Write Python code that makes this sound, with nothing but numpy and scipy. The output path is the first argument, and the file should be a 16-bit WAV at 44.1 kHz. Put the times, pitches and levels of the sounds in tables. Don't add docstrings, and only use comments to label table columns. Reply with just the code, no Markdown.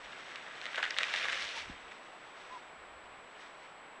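import sys
import numpy as np
from scipy import signal
from scipy.fft import rfft, irfft
from scipy.io import wavfile
from scipy.ndimage import uniform_filter1d

SR = 44100
rng = np.random.default_rng(int(sys.argv[2]) if len(sys.argv) > 2 else 0)


def transcribe(signal):
    frames = np.atleast_2d(signal).T
    limited = np.clip(frames, -1, 1)
    pcm = np.round(limited * 32767).astype(np.int16)
    wavfile.write(sys.argv[1], SR, pcm)


N = 176400

# f/Hz, level/dB
BUSH_EQ = [(25, -12), (70, -17.5), (130, -10.5), (250, -6.5), (400, -3), (650, 0.5), (1000, 1),
           (1500, -1.5), (2200, -4.5), (3200, -11), (4500, -21), (6500, -33), (9000, -39), (11000, -45)]
# t/s, relative level/dB
TEAR_ENVELOPE = [(0, -55), (.33, -51), (.53, -53), (.66, -46), (.72, -52), (.785, -40), (.818, -43.5),
                 (.84, -36.5), (.885, -47), (.957, -46), (1.0, -41), (1.06, -40.5), (1.125, -46.5),
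                 (1.148, -38.5), (1.19, -43), (1.255, -37), (1.277, -48), (1.30, -37), (1.34, -39.5),
                 (1.44, -47), (1.55, -47), (1.59, -46.5), (1.68, -57), (1.92, -59.5), (2.1, -73),
                 (2.45, -59.5), (2.8, -71), (3.2, -76), (3.45, -65), (4, -85)]
# t/s, relative level/dB
CRUNCH_HITS = [(1.918, -51), (2.416, -58), (3.435, -58), (3.665, -57)]
# f/Hz, level/dB
STEM_EQ = [(150, -39.5), (500, -12), (1000, -15), (1400, -2), (1900, -0.5), (2400, -5.5), (3100, -9),
           (3700, -7), (4500, -29.5), (7000, -25), (11000, -49)]
# t/s, relative level/dB
SWISH_ENVELOPE = [(0, -55.5), (.55, -55), (.77, -50), (.95, -51), (1.0, -45.5), (1.12, -42.5),
                  (1.15, -39.5), (1.29, -41.5), (1.42, -40), (1.545, -45), (1.585, -39.5), (1.66, -53),
                  (1.78, -61.5), (2.3, -63), (2.38, -59.5), (2.42, -56.5), (2.455, -58.5), (2.55, -58),
                  (2.75, -72), (3.25, -71), (3.43, -56.5), (3.54, -67), (3.63, -62.5), (3.76, -74),
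                  (4, -80)]
# f/Hz, level/dB
LEAF_EQ = [(400, -13.5), (1200, -5), (2200, 4.5), (3600, 1), (4700, -5), (5800, -6.5), (7500, -17.5),
           (9800, -24.5), (11000, -36)]
# centre t/s, half length/s, top f/Hz, level/dB
AIR_PUFFS = [(0.053, 0.043, 60, -69.5), (1.3, 0.082, 122, -69.5), (1.443, 0.016, 120, -63),
             (1.68, 0.074, 90, -63), (1.709, 0.02, 135, -50.5), (1.855, 0.016, 70, -66),
             (2.972, 0.16, 85, -69)]
# t/s, relative level/dB, ring f/Hz, share of sharp crack/0-1
STEM_SNAPS = [(0.358, -36.5, 3170, 0.2), (.361, -40, 2400, .2), (0.615, -36.5, 2900, 0),
              (0.640, -40, 1880, 0), (.656, -31, 2070, 0.3), (0.665, -33, 2030, 0.1),
              (.732, -38, 2000, 0.1), (.746, -33.5, 1500, 0.1), (.7585, -32.5, 2740, 0.5),
              (0.777, -45, 2900, 0), (0.7803, -28, 1680, 0.05), (.7815, -35.5, 744, 0),
              (.791, -29, 1650, 0.07), (.801, -37.5, 1000, 0.25), (0.8284, -28, 2680, 0.3),
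              (.829, -27, 1750, 0), (0.8303, -25, 1790, 0.14), (.8312, -36, 880, 0),
              (0.8362, -38, 2250, 0.1), (.8405, -32, 2400, 0), (0.8534, -29.5, 2020, 0.2),
              (0.8629, -33.5, 1890, 0.1), (0.9064, -34, 5360, 0), (.908, -29, 2310, 0.2),
              (.943, -38, 2200, .05), (.966, -31.5, 1700, 0), (.975, -34.5, 2970, 0.1),
              (0.9807, -36, 2500, .2), (0.9861, -21.5, 2440, 0.72), (0.9882, -26.5, 1820, 0.26),
              (1.0062, -30, 2100, 0.04), (1.01, -30, 1760, 0.15), (1.029, -36, 3020, 0),
              (1.0328, -22.5, 2160, 0.37), (1.0405, -29, 2300, 0.1), (1.0841, -36, 1110, 0),
              (1.109, -36, 1890, 0.1), (1.1392, -24.5, 1940, 0.3), (1.141, -34, 890, 0.4),
              (1.15, -32.5, 1930, .1), (1.1618, -30.5, 3380, 0.8), (1.198, -31, 1900, 0),
              (1.2125, -34, 2500, 0), (1.2295, -35, 3000, 0), (1.24, -34, 2500, 0.2),
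              (1.2545, -28, 1630, 0.3), (1.2845, -25, 1690, 0), (1.3241, -33, 2200, 0.7),
              (1.33, -28, 2100, 0.44), (1.375, -33, 1850, 0), (1.424, -33, 3480, .3),
              (1.4426, -38, 5500, 0.8), (1.4909, -36.5, 3400, .2)]
# f/Hz, level/dB
RING_EQ = [(600, 4.5), (1500, 3.5), (6000, 0.5), (8000, -9), (11000, -11)]
CRACK_EQ = [(200, -23), (600, -15.5), (1700, -3), (3800, 2.5), (5000, -10), (8000, -14.5), (11000, -39)]
BANK_EQ = [(300, 8.5), (2000, 3), (5000, -1.5), (11000, 0)]
# t/s, length/s, top f/Hz, level/dB
BIRD_NOTES = [(1.553, .032, 930, -50), (2.492, 0.089, 1026, -48)]


def undb(db):
    return 10 ** (np.asarray(db) / 20)


def unit(x):
    return x / np.sqrt(np.mean(x ** 2) + 1e-20)


def envelope(points):
    return undb(np.interp(np.arange(N) / SR, *np.array(points).T))


def eq(x, points):
    size = 4096
    hz, db = np.array(points).T
    gain = undb(np.interp(np.log(np.fft.rfftfreq(size, 1 / SR) + 1), np.log(hz), db))
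    cepstrum = irfft(np.log(gain))
    cepstrum[1:size // 2] *= 2
    cepstrum[size // 2 + 1:] = 0
    return signal.fftconvolve(x, irfft(np.exp(rfft(cepstrum))))[:len(x)]


def wander(rate_hz):
    hold = int(SR / rate_hz)
    steps = np.repeat(rng.standard_normal(N // hold + 1), hold)
    return unit(uniform_filter1d(uniform_filter1d(steps, hold), hold)[:N])


def add(out, start_s, x):
    i = max(int(start_s * SR), 0)
    out[i:i + len(x)] += x[:N - i]


def crackle(per_octave_per_s, scatter_db, tone):
    out = np.zeros(N)
    for hz in 300 * np.sqrt(2) ** np.arange(11):
        strength = undb(np.minimum(scatter_db * rng.exponential(size=N), 11.5))
        fires = rng.random(N) < per_octave_per_s / 2 / SR
        clicks = fires * strength * rng.choice([-1, 1], N)
        band = signal.butter(2, [hz / np.sqrt(2), hz * np.sqrt(2)], "band", fs=SR, output="sos")
        out += signal.sosfilt(band, clicks)
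    return unit(eq(out, tone))


def bush_rush():
    swell_db, fade_db_per_s = 0.13, 0.31
    db = -51.5 + swell_db * wander(rate_hz=3.56) - fade_db_per_s * np.arange(N) / SR
    return undb(db) * unit(eq(rng.standard_normal(N), BUSH_EQ))


def camera_whine():
    whine_hz, frame_hz, slip_rad = 7796.5, 59.5, 0.36
    t = np.arange(N) / SR
    frame = (t * frame_hz).astype(int)
    phase = np.pi * frame + slip_rad * rng.standard_normal(frame[-1] + 1)[frame]
    return undb(-71.5) * unit(np.sin(2 * np.pi * whine_hz * t + phase))


def fibre_tear():
    crunch_half_s = 0.0072
    t = np.arange(N) / SR
    pull = envelope(TEAR_ENVELOPE) * undb(1.7 * wander(rate_hz=110))
    for centre, db in CRUNCH_HITS:
        pull += undb(db) * np.exp(-((t - centre) / crunch_half_s) ** 2)
    return undb(-0.5) * pull * crackle(per_octave_per_s=650, scatter_db=4, tone=STEM_EQ)


def leaf_swish():
    slide = envelope(SWISH_ENVELOPE) * undb(1.23 * wander(rate_hz=49.54))
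    return undb(-1) * slide * crackle(per_octave_per_s=3000, scatter_db=3.5, tone=LEAF_EQ)


def air_bumps():
    out, t = np.zeros(N), np.arange(N) / SR
    for centre, half_s, top_hz, db in AIR_PUFFS:
        swell = np.exp(-0.5 * ((t - centre) / half_s) ** 2)
        low_band = signal.butter(3, [30, top_hz], "band", fs=SR, output="sos")
        puff = swell * signal.sosfilt(low_band, rng.standard_normal(N))
        out += undb(db) * puff * np.sqrt(np.sum(swell ** 2) / np.sum(puff ** 2))
    return out


def bank_reverb(x):
    t60_s, attack_s, ground_lag_s = 0.42, 0.00097, 0.00164
    t = np.arange(SR // 2) / SR
    tail = eq(rng.standard_normal(len(t)), BANK_EQ) * undb(-60 * t / t60_s)
    tail *= 1 - np.exp(-t / attack_s)
    tail *= undb(-11) / np.sqrt(np.sum(tail ** 2))
    out = x + signal.fftconvolve(x, tail)[:N]
    bounce = signal.lfilter(*signal.butter(1, 3000, fs=SR), x)
    add(out, ground_lag_s, undb(-24) * bounce)
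    return out


def stem_snaps():
    splinter_decay_s, energy_span_s = 0.0012, 0.00088
    out, t = np.zeros(N), np.arange(SR // 50) / SR
    crack = unit(eq(1.0 * (t == 0), CRACK_EQ))
    for start, db, hz, sharpness in STEM_SNAPS:
        force = 0.37 * rng.standard_normal(len(t)) * np.exp(-t / splinter_decay_s)
        force[0] += 2
        width_hz = min(0.66 * hz, 2300)
        stem = signal.iirpeak(hz, hz / width_hz, SR)
        ring = signal.lfilter(*stem, signal.lfilter(*stem, force))
        snap = (1 - sharpness) * unit(eq(ring, RING_EQ)) + sharpness * crack
        snap *= np.sqrt(SR * energy_span_s / np.sum(snap ** 2))
        add(out, start, undb(db + 2) * snap)
    return out


def bird_pipes():
    arch, roughness = 0.099, 0.0065
    attack, release = 0.5, 0.054
    out, echo_s = np.zeros(N), 0.023
    for start, length, hz, db in BIRD_NOTES:
        progress = np.linspace(0, 1, int(length * SR))
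        jitter = roughness * wander(rate_hz=310)[:len(progress)]
        pitch = hz * (1 - arch * (2 * (progress - 0.49)) ** 2 + jitter)
        swell = np.clip(np.minimum(progress / attack, (1 - progress) / release), 0, 1)
        note = undb(db) * unit(swell * np.sin(2 * np.pi * np.cumsum(pitch) / SR))
        add(out, start, note)
        add(out, start + echo_s, undb(-13) * note)
    return out


def low_thud():
    centre_s, half_s, hz = 1.6995, 0.003, 255
    t = np.arange(N) / SR - centre_s
    return undb(-39) * np.exp(-(t / half_s) ** 2) * np.sin(2 * np.pi * hz * t)


def scene():
    tuft = bank_reverb(stem_snaps() + fibre_tear() + leaf_swish())
    return (tuft + bird_pipes() + bush_rush() + low_thud() + air_bumps() + camera_whine())[None]


def record(dry):
    return signal.sosfilt(signal.ellip(10, 0.2, 70, 11000, fs=SR, output="sos"), dry)


dry = scene()
out = record(dry)
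transcribe(out)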